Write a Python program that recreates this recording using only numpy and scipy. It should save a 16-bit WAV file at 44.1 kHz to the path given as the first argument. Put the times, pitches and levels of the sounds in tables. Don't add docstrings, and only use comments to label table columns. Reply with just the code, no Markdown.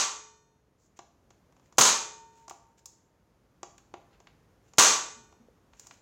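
import sys
import numpy as np
from scipy import signal
from scipy.fft import rfft, irfft
from scipy.io import wavfile
from scipy.ndimage import uniform_filter1d

SR = 44100
rng = np.random.default_rng(int(sys.argv[2]) if len(sys.argv) > 2 else 0)


def pcm_store(signal):
    levels = np.round(np.clip(np.atleast_2d(signal), -1, 1) * 32767)
    wavfile.write(sys.argv[1], SR, levels.astype(np.int16).T)


N = 265041
T = np.arange(N) / SR
RING_T = T[:2 * SR]
LEAD = SR // 4

# start_s, blow_db, hardness_db (on the top treble), thump_db, spring_db, spring_t60_s,
# clinch_delay_s, clinch_db (against the first blow)
FIRINGS = [(-0.132, -5.5, -2.5, -18, -36, 0.95, 0.036, -7.5),
           (1.7821, -5.5, -1, -11.5, -40, 2.0, .027, 1.5), (4.7824, -3, -2, -12.5, -36, 0.9, .011, -1)]
# freq_hz, density_db
BLOW_COLOUR = [(40, -34.5), (130, -23), (350, -9.5), (700, -8), (1050, 3.5), (1650, -5), (2600, -5.5),
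               (4000, -3.5), (5300, -4), (6400, 4.5), (7300, 0), (8700, -9.5), (11000, -19.5), (16000, -27)]
# freq_hz, density_db
THUMP_COLOUR = [(45, -30), (80, -14), (120, -2), (190, -1), (330, -1.5), (550, 1), (1100, 0.5),
                (1800, -16.5)]
# pitch_hz, level_db, t60_s
FRAME_MODES = [(431, -48, 1.5), (779, -25, .4), (999, -24, .42), (1156, -24, .62), (1345, -27, .5),
               (1470, -41, .9), (1825, -47, 1.0), (2445, -33, .66), (2826, -28, .45), (3029, -35, .65),
               (3635, -47, .9), (4253, -46, .9), (5205, -43, .73), (5863, -35, .75), (6478, -38, .8),
               (6592, -32, .68), (7085, -31, .6), (7790, -32, .6)]
# start_s, level_db, edge_db (tick over knock),
# crack_db (against the level), knock_pitch_hz
CARD_TAPS = [(0.990, -48.5, -7.5, -6.5, 760), (1.305, -61.5, -3, -3, 800), (1.724, -61.5, -2.5, -7, 1000),
             (2.48, -49, -4, -13, 1120), (2.4963, -55, 18.5, 1.5, 1160), (2.509, -50, -18.5, -7.5, 1010),
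             (2.857, -52.5, 17, -17, 1200), (3.630, -41.5, -5, -8.5, 800), (3.780, -63.5, 13, 3, 1400),
             (3.9388, -49, -18.5, -1.5, 678), (4.202, -61, -6, -5.5, 745), (4.27, -63.5, -7.5, 8.5, 1050),
             (4.735, -57.5, 0.5, -6, 1132), (5.325, -63.5, -11, -6, 900), (5.733, -66, -11, 4, 1000),
             (5.796, -55.5, 16.5, -8, 1223), (5.869, -56, 12, -10, 1210), (5.909, -55.5, -2, 3, 1100)]
# start_s, end_s
FUMBLES = [(1.32, 1.7), (5.74, 6.0)]
# pitch_hz, relative_db, t60_s
CASE_MODES = [(240, -10.5, 0.034), (350, 3, 0.063), (590, -5, 0.033), (694, -8, 0.1), (795, -1.5, 0.05),
              (970, 4.5, 0.016), (1160, -0.5, 0.035), (1370, -9, 0.027)]
# freq_hz, density_db
CRACK_COLOUR = [(800, -22), (1400, 2), (1900, 0.5), (2500, 1.5), (3300, -2), (4800, -6.5), (6500, -31),
                (10000, -49)]
# freq_hz, density_db
TICK_COLOUR = [(3000, -24.5), (5200, -8.5), (6300, -2.5), (7100, 0.5), (8600, -18.5), (11000, -27),
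               (16000, -20.5)]
# centre_s, length_s, hiss_db, scrape_db
CARD_SLIDES = [(0.837, 0.15, -73.5, -96), (0.973, .03, -66, -70), (1.66, 0.11, -79, -79),
               (2.392, 0.27, -73.5, -76.5), (2.788, 0.043, -68, -73.5), (4.135, 0.079, -83, -69.5),
               (4.678, 0.13, -77, -77), (5.862, 0.36, -66, -72)]
# start_s, pitch_hz, level_db, t60_s
HANDLING_BUMPS = [(5.16, 235.7, -51, 0.22), (5.398, 232, -46, 0.127), (5.485, 474, -41, 0.017)]
# freq_hz, t60_s, relative_db
ROOM_BANDS = [(60, .4, -12), (150, .48, -8), (350, .52, -3), (900, .48, -2), (2000, .47, -1),
              (4000, .46, -1), (7300, .47, -1), (8800, .36, -2), (16000, .3, -4)]
# freq_hz, density_db
ROOM_TONE_COLOUR = [(15, -48.5), (25, -26), (49, -2.5), (127, -4), (212, -8), (516, -12), (659, -16),
                    (887, -18), (1020, -18), (2480, -29), (4030, -33.5), (6920, -32.5), (7710, -40),
                    (13600, -40), (16000, -47)]
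# time_s, level_db
ROOM_TONE_LEVELS = [(.7, -70), (1.5, -65), (3.1, -68), (4.1, -64), (6.0, -64.5)]


def stapler(blow_decay_s=0.11, thump_decay_s=0.2, trigger_db=-54, trigger_lead_s=.0095):
    out = np.zeros(LEAD + N)
    for start_s, db, hardness_db, thump_db, _, _, clinch_s, clinch_db in FIRINGS:
        add(out, start_s - trigger_lead_s, from_db(trigger_db) * tick(hardness_db=0))
        add(out, start_s, from_db(thump_db) * burst(THUMP_COLOUR, thump_decay_s, rise_s=0.0011))
        for delay_s, relative_db in volley(clinch_s, clinch_db):
            blow = burst(hardened(BLOW_COLOUR, hardness_db), blow_decay_s, rise_s=.0008)
            add(out, start_s + delay_s, from_db(db + relative_db) * blow)
    return out


def volley(clinch_s, clinch_db, rebounds=6, gap_s=.013, jitter=.25, rebound_db=-5.5, loss_db=2.14):
    k = np.arange(rebounds)
    delays_s = clinch_s + gap_s * (k + 1 + jitter * rng.uniform(-1, 1, rebounds))
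    return [(0, 0), (clinch_s, clinch_db), *zip(delays_s, rebound_db - loss_db * k)]


def metal_ring(spring_hz=(914.5, 910), partner_db=-10, spread_db=3):
    out = np.zeros(LEAD + N)
    for start_s, _, _, _, spring_db, spring_t60_s, _, _ in FIRINGS:
        for (hz, db, t60_s), luck in zip(FRAME_MODES, rng.uniform(-1, 1, len(FRAME_MODES))):
            add(out, start_s, np.sign(luck) * mode(hz, db + spread_db * luck, t60_s))
        add(out, start_s, mode(spring_hz[0], spring_db, spring_t60_s))
        add(out, start_s, mode(spring_hz[1], spring_db + partner_db, spring_t60_s))
    return out


def card_taps(crack_decay_s=0.031, hardness_db=-8.5, hardness_per_edge=0.57):
    out = np.zeros(LEAD + N)
    for start_s, db, edge_db, crack_db, pitch_hz in CARD_TAPS + faint_touches():
        add(out, start_s, from_db(db - edge_db / 2) * case_knock(pitch_hz))
        add(out, start_s, from_db(db + crack_db) * burst(CRACK_COLOUR, crack_decay_s, rise_s=0.0013))
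        add(out, start_s, from_db(db + edge_db / 2) * tick(hardness_db + hardness_per_edge * edge_db))
    return out


def faint_touches(per_s=8, level_db=-69, spread_db=2.5, edge_db=-7, crack_db=-4, pitch_hz=950):
    rows = []
    for start_s, end_s in FUMBLES:
        span_s = end_s - start_s
        for when, luck in rng.random((round(per_s * span_s), 2)):
            db = level_db + spread_db * (2 * luck - 1)
            rows.append((start_s + when * span_s, db, edge_db, crack_db, pitch_hz))
    return rows


def case_knock(centre_hz, spread_octaves=.9):
    hz, db, t60_s = np.transpose(CASE_MODES)[:, :, None]
    t = T[:SR // 6]
    strength = from_db(db + rng.uniform(-2.7, 2.4, hz.shape))
    nearness = np.exp(-.5 * (np.log2(hz / centre_hz) / spread_octaves) ** 2)
    polarity = (-1) ** np.arange(len(hz))[:, None]
    modes = strength * nearness * polarity * np.sin(2 * np.pi * hz * t) * fade(t, t60_s)
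    return unit_attack(modes.sum(axis=0))


def tick(hardness_db):
    return burst(hardened(TICK_COLOUR, hardness_db), decay_s=.035, rise_s=0.00016)


def card_slides(grain_db=3):
    out = np.zeros(LEAD + N)
    for centre_s, length_s, hiss_db, scrape_db in CARD_SLIDES:
        stroke = np.hanning(int(length_s * SR))
        catch = uniform_filter1d(rng.standard_normal(SR), size=200)
        hiss = from_db(hiss_db) * noise(TICK_COLOUR, SR)
        scrape = from_db(scrape_db) * noise(CRACK_COLOUR, SR)
        rub = (hiss + scrape) * from_db(grain_db * catch / catch.std())
        add(out, centre_s - length_s / 2, stroke * rub[:len(stroke)])
    return out


def handling_bumps():
    out = np.zeros(LEAD + N)
    for start_s, hz, db, t60_s in HANDLING_BUMPS:
        add(out, start_s, mode(hz, db, t60_s) * (1 - fade(RING_T, t60_s / 2)))
    return out


def room_reverb(x, predelay_s=0.0018, build_s=0.0012):
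    band_hz, band_t60_s, band_db = np.transpose(ROOM_BANDS)
    t = T[:SR]
    white = rfft(rng.standard_normal(SR))
    log_hz = np.log(np.arange(SR // 2 + 1) + 1)
    tail = np.zeros(SR)
    for solo, t60_s, db in zip(np.eye(len(band_hz)), band_t60_s, band_db):
        band = irfft(white * np.interp(log_hz, np.log(band_hz), solo), SR)
        tail += band * fade(t, t60_s) * from_db(db)
    tail *= 1 - np.exp(-np.maximum(t - predelay_s, 0) / build_s)
    return signal.fftconvolve(x, tail / np.linalg.norm(tail))[:len(x)]


def room_tone():
    level_db = np.interp(T, *np.transpose(ROOM_TONE_LEVELS))
    return from_db(level_db) * noise(ROOM_TONE_COLOUR, N)


def burst(spectrum, decay_s, rise_s, size=8192):
    t = T[:size]
    attack = 1 - np.exp(-(t / rise_s) ** 2)
    scatter = rfft(rng.standard_normal(size) * attack * fade(t, decay_s))
    coloured = irfft(scatter / np.abs(scatter) * colour(spectrum, size), size)
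    return unit_attack(coloured * attack * fade(t, 2 * decay_s))


def hardened(spectrum, hardness_db, ramp_hz=(6800, 8800)):
    hz, db = np.transpose(spectrum)
    return np.column_stack([hz, db + hardness_db * np.interp(hz, ramp_hz, [0, 1])])


def mode(hz, db, t60_s):
    return from_db(db) * np.sin(2 * np.pi * hz * RING_T) * fade(RING_T, t60_s)


def noise(spectrum, size):
    x = irfft(rfft(rng.standard_normal(size)) * colour(spectrum, size), size)
    return x / x.std()


def colour(spectrum, size):
    hz, db = np.transpose(spectrum)
    bin_hz = np.maximum(np.fft.rfftfreq(size, 1 / SR), 1)
    return from_db(np.interp(np.log(bin_hz), np.log(hz), db)) * np.minimum(bin_hz / hz[0], 1)


def unit_attack(x):
    return x / np.sqrt(np.mean(x[:SR // 125] ** 2))


def fade(t, t60_s):
    return np.exp(-np.log(1000) * t / t60_s)


def from_db(db):
    return 10 ** (np.asarray(db) / 20)


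def add(out, start_s, x):
    at = max(LEAD + int(round(start_s * SR)), 0)
    out[at:at + len(x)] += x[:max(len(out) - at, 0)]


def scene(reverb_send_db=-8):
    close = stapler() + card_taps() + card_slides() + handling_bumps()
    echoes = room_reverb(from_db(reverb_send_db) * close)
    mix = close + echoes + metal_ring()
    return (mix[LEAD:] + room_tone())[None]


def compressor(x, threshold_db=-20, squeeze=0.52, fall_db_per_s=220):
    power = uniform_filter1d(x ** 2, size=180)
    over_db = np.maximum(10 * np.log10(np.maximum(power, 1e-12)) - threshold_db, 0)
    fall_db = fall_db_per_s * T
    held_db = np.maximum.accumulate(over_db + fall_db, axis=-1) - fall_db
    return x * from_db(-squeeze * uniform_filter1d(held_db, size=32))


def record(dry, peak_limit=.68, cutoff_hz=15900):
    rounded = peak_limit * np.tanh(compressor(dry) / peak_limit)
    lowpass = signal.ellip(10, .2, 80, cutoff_hz, fs=SR, output="sos")
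    return signal.sosfilt(lowpass, rounded)


dry = scene()
out = record(dry)
pcm_store(out)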